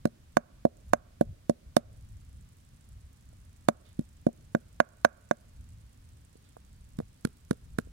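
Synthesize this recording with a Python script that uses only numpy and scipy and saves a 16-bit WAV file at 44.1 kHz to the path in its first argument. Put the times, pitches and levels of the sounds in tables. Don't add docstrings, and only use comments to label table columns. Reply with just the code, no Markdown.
import sys
import numpy as np
from scipy import signal
from scipy.fft import rfft, irfft
from scipy.io import wavfile
from scipy.ndimage import uniform_filter1d, minimum_filter1d

SR = 44100
rng = np.random.default_rng(int(sys.argv[2]) if len(sys.argv) > 2 else 0)


def dump(signal):
    limited = np.clip(np.atleast_2d(signal).T, -1, 1)
    pcm = np.round(limited * 32767).astype(np.int16)
    wavfile.write(sys.argv[1], SR, pcm)


N = 349267


def undb(db):
    return 10 ** (np.asarray(db) / 20)


def add(out, x, start_s):
    i = int(round(start_s * SR))
    out[..., i:i + x.shape[-1]] += x[..., :max(N - i, 0)]


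def colour(x, points):
    hz, db = np.transpose(points)
    f = np.fft.rfftfreq(x.shape[-1], 1 / SR)
    curve_db = np.interp(np.log(f + 1), np.log(hz), db)
    return irfft(rfft(x) * undb(curve_db), x.shape[-1])


def unit(x):
    return x / np.sqrt(np.sum(x ** 2))


def bump(hz, centre_hz, octaves):
    return np.exp(-(np.log2(hz / centre_hz) / octaves) ** 2)


def resonance(f, hz, ring_s):
    width_hz = np.log(1000) / (np.pi * ring_s)
    return 1 / (1 + 1j * (f ** 2 - hz ** 2) / (f * width_hz))


# pitch_hz, level_db
AIR_COLOUR = [(20, -10), (60, 3), (100, -1), (160, -10), (250, -17), (360, -27), (700, -29.5), (1500, -33),
              (4500, -36.5), (9000, -39), (16000, -46.5)]
# peak_s, half_length_s, boost_db
GUSTS = [(.9, 0.048, 11.5), (1.3, 0.078, 12), (1.98, 0.2876, 6.5), (6.98, 0.19, 7.5), (7.696, .3, 4.5)]


def air(level_db=-30, hiss_right_db=1, calm_db=-2.5, flicker_db=3.5):
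    f = np.fft.rfftfreq(N, 1 / SR)
    likeness = .985 / (1 + (f / 800) ** 2)
    shares = np.sqrt([(1 + likeness) / 2, (1 - likeness) / 2])
    mid, side = rfft(rng.standard_normal((2, N))) * shares
    noise = np.array([mid + side, mid - side])
    bass = 1 / (1 + (f / 170) ** 4)
    t = np.arange(N) / SR
    flicker = np.interp(t, np.linspace(0, t[-1], 100), rng.standard_normal(100))
    gusts_db = sum(db * np.exp(-((t - s) / half_s) ** 2) for s, half_s, db in GUSTS)
    rumble = irfft(noise * bass, N) * undb(calm_db + gusts_db + flicker_db * flicker)
    hiss = irfft(noise * (1 - bass), N) * undb([[-hiss_right_db], [hiss_right_db]])
    return undb(level_db) * colour(rumble + hiss, AIR_COLOUR)


# pitch_hz, level_db
SQUELCH_COLOUR = [(200, -14), (1000, 8), (2500, -6), (3800, 1), (5200, -2.5), (7000, -4.5), (10000, 0),
                  (12500, -7.5), (16000, -21)]


def squelch(size, contact_s, spread_s=.0012, lead_s=.00018, tail_s=.009, tail_db=-23):
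    t = np.arange(size) / SR - contact_s
    burst = np.exp(-.5 * ((t + lead_s) / spread_s) ** 2)
    tail = undb(tail_db) * (t > 0) * np.exp(-abs(t) / tail_s)
    grains = rng.standard_normal(size) * undb(1.4 * rng.standard_normal(size))
    return unit(colour(grains * (burst + tail), SQUELCH_COLOUR))


# pitch_hz, ring_s, level_db
HEAD_TONES = [(3600, 0.0071, 3.5), (4535, .01, -4), (5880, 0.011, 2), (6293, .033, 4.5),
              (6900, 0.012, -1.5), (9060, 0.018, -11.5), (9870, .017, -14.5), (11900, 0.011, -15)]


def plastic_click(f, scatter_db=2):
    hz, ring_s, db = np.transpose(HEAD_TONES)[:, :, None]
    gains = undb(db + scatter_db * rng.standard_normal(db.shape))
    return (gains * resonance(f, hz, ring_s)).sum(axis=0)


# pitch_hz, ring_s, level_db, left_minus_right_db
BOARD_TONES = [ (174, .05, -6, 0.5), (232.7, 0.068, -1, 3), (322, 0.012, 0.5, 0),
               (596.2, 0.037, 10.5, -3.5), (669.5, 0.019, 11.5, -30), (965, 0.0084, 2, -25.5),
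               (1124, 0.018, 3, -15.5), (1475, .016, 6.5, -10), (1596.5, .024, -0.5, -14.5),
               (2096, .028, -5, -18.5), (2265, 0.022, -5.5, -20)]


def board_ring(f, brightness_db, stacked, stack_db=-2, stack_sag=.31, stack_damping=1.45):
    hz, ring_s, db, left_db = np.transpose(BOARD_TONES)[:, :, None]
    load = stacked * bump(hz, 542, .2)
    db = db + brightness_db * bump(hz, 1550, .39) + stack_db * load
    hz = hz * (1 - stack_sag * load) * (1 + .01 * rng.standard_normal(hz.shape))
    tones = undb(db) * resonance(f, hz, ring_s / stack_damping ** stacked)
    return np.array([(tones * undb(left_db)).sum(axis=0), tones.sum(axis=0)])


def blow(squash_db, squash_ms, knock_db, squelch_db, brightness_db, stacked, contact_s,
         knock_ms=.13, click_db=-21.5, size=8192):
    f = np.fft.rfftfreq(size, 1 / SR) + 1e-9
    radians_per_ms = 2 * np.pi * f / 1000
    delay = np.exp(-2j * np.pi * f * contact_s)
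    squash = undb(squash_db) * np.exp(-.5 * (radians_per_ms * squash_ms) ** 2)
    knock = undb(knock_db) / (1 + (radians_per_ms * knock_ms) ** 2 / 2) ** 2
    bass_loss = 1j * f / (1j * f + 650)
    wood = -(squash + knock) * delay * bass_loss * board_ring(f, brightness_db, stacked)
    wet = undb(squelch_db) * rfft(squelch(size, contact_s))
    click = undb(knock_db + click_db) * delay * plastic_click(f)
    shade = undb([[-26], [0]])
    return irfft(wood + shade * (wet - click))


# start_s, squash_db, squash_ms, knock_db, squelch_db, brightness_db
BLOWS = [ (0.0553, 40.5, .65, 12.5, -9, 3.5), (.3702, 35.5, .68, 29.5, -9, 0.5),
         (.6524, 40.5, .46, 4.5, -14.5, 0), (0.9349, 26, .4, 29.5, -3.5, -2), (1.2117, 40, .51, 9, -11, 5),
         (1.497, 39.5, .55, 8.5, -9.5, -9.5), (1.7676, 39, .51, 25, 6, -14.5),
         (3.687, 40, .63, 27.5, 0, -6.5), (3.9931, 39, 0.88, -12.5, -24.5, 2), (4.268, 42, .58, 3, -19, 2),
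         (4.5498, 39.5, .65, 15.5, -23, 8), (4.8025, 28.5, .86, 31.5, -9.5, 4.5),
         (5.0492, 16, 1, 33.5, -0.5, 4.5), (5.312, 28.5, .45, 20, -57, 5), (6.989, 34, 1.1, -6, -21.5, -3),
         (7.002, 19, .6, -4.5, -35, -22), (7.2514, 36.5, .88, -4, -6.5, 19), (7.511, 37, .76, 3.5, -8, 9.5),
         (7.787, 32.5, .8, 7, -9.5, 10.5)]
# start_s, level_db, contact_ms
TOUCHES = [(3.33, -13, 0.4), (6.356, -1.5, 0.61), (6.568, -6, 0.23), (7.873, 1.5, 0.6)]


def pounding(reaches_wood_db=20, bounce_s=.017, stack_from_s=6.2, run_up_s=.02):
    silent = -np.inf
    bounces = []
    for start_s, squash_db, squash_ms, knock_db, squelch_db, _ in BLOWS:
        if knock_db < reaches_wood_db:
            again_s = start_s + bounce_s * rng.uniform(.71, 1.3)
            bounces.append((again_s, squash_db - 25.5, squash_ms * .78, silent, squelch_db - 21, 0))
    touches = [(start_s, db, ms, silent, silent, 0) for start_s, db, ms in TOUCHES]
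    out = np.zeros((2, N))
    for start_s, *stroke in BLOWS + bounces + touches:
        stacked = float(start_s > stack_from_s)
        add(out, blow(*stroke, stacked, run_up_s), start_s - run_up_s)
    return out


# pitch_hz, level_db
ECHO_COLOUR = [(80, -18), (250, -5), (420, -5), (600, -10.5), (1000, -10.5), (1370, -0.5), (1700, -11.5),
               (2400, -3), (3300, -14), (8000, -15.5), (16000, -31)]


def echo(x, near_db=-28, near_fade_s=.08, far_db=-31, far_fade_s=.62, left_db=-8):
    t = np.arange(SR) / SR
    rise = 1 - np.exp(-t / .013)
    near = undb(near_db) * unit(rise * undb(-60 * t / near_fade_s))
    far = undb(far_db) * unit(rise * undb(-60 * t / far_fade_s))
    reflections = colour(rng.standard_normal((2, SR)), ECHO_COLOUR) * (near + far)
    return signal.fftconvolve(x[None], reflections, axes=1)[:, :N] * undb([[left_db], [0]])


# start_s, stop_s
TICK_RUNS = [(0.289, .33), (.77, 0.94), (1.22, 1.29), (1.93, 7.9)]
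# offset_s, level_db
TICK_PATTERN = [(0, 3.5), (.005, -4.5), (0.015, -2.5), (.033, -0.5), (.04, 0), (.045, -0.5)]
# pitch_hz, level_db
TICK_COLOUR = [(100, -45), (4500, -16.5), (6500, 1), (8000, 9.5), (9500, 7.5), (11000, -7.5),
               (16000, -10.5)]


def ticks(level_db=-41.5, scatter_db=1.4, chance=.69, cycle_s=.08, jitter_s=.00029):
    right = np.zeros(N)
    for start_s, stop_s in TICK_RUNS:
        for cycle_start_s in np.arange(start_s, stop_s, cycle_s):
            for offset_s, db in TICK_PATTERN:
                click = rng.standard_normal(128) * np.exp(-np.arange(128) / SR / .00025)
                gain = undb(level_db + db + scatter_db * rng.standard_normal())
                sounds = rng.random() < chance
                tick_s = cycle_start_s + offset_s + jitter_s * rng.standard_normal()
                add(right, sounds * gain * unit(colour(click, TICK_COLOUR)), tick_s)
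    return np.array([np.zeros(N), right])


# start_s, length_s, level_db
PEELS = [(3.852, 0.11, -60), (6.444, 0.11, -65.5)]


def peeling(left_db=-10):
    tone = [(300, 2), (2000, -4), (3700, 6), (6000, -11), (14000, -20)]  # pitch_hz, level_db
    out = np.zeros(N)
    for start_s, length_s, db in PEELS:
        fade = np.linspace(1, 0, int(length_s * SR))
        grains = rng.standard_normal(len(fade)) * undb(6.1 * rng.standard_normal(len(fade)))
        add(out, undb(db) * fade * colour(grains, tone), start_s)
    return out * undb([[left_db], [0]])


# start_s, length_s, pitch_hz, level_db
WHISTLES = [(6.309, 0.17, 4480, -80.5), (6.648, 0.24, 4500, -78.5), (7.15, 0.23, 4480, -78.5)]


def bird(waver_db=4.6, pitch_waver=.00724):
    out = np.zeros(N)
    for start_s, length_s, hz, db in WHISTLES:
        size = int(length_s * SR)
        waver = np.interp(np.arange(size), np.linspace(0, size, 16), rng.standard_normal(16))
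        loudness = undb(db + waver_db * waver) * signal.windows.tukey(size, .5)
        phase = 2 * np.pi * np.cumsum(hz * (1 + pitch_waver * waver)) / SR
        add(out, loudness * np.sin(phase), start_s)
    return out


def scene():
    board = pounding()
    return board + echo(board[1]) + peeling() + bird() + ticks() + air()


def record(dry, threshold_db=-10, ratio=1.416, release_db_per_s=26, left_lag_s=.00059, top_hz=16000):
    peak_db = 20 * np.log10(abs(dry).max(axis=0) + 1e-9)
    cut_db = np.maximum(peak_db - threshold_db, 0) * (1 - 1 / ratio)
    recovery_db = release_db_per_s * np.arange(N) / SR
    gain_db = recovery_db - np.maximum.accumulate(cut_db + recovery_db)
    gain_db = uniform_filter1d(minimum_filter1d(gain_db, size=300), size=300)
    left, right = np.clip(dry * undb(gain_db), -.95, .95)
    left = np.pad(left, (round(left_lag_s * SR), 0))[:N]
    treble_cut = signal.ellip(8, .2, 70, top_hz, fs=SR, output="sos")
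    return signal.sosfilt(treble_cut, np.array([left, right]))


dry = scene()
out = record(dry)
dump(out)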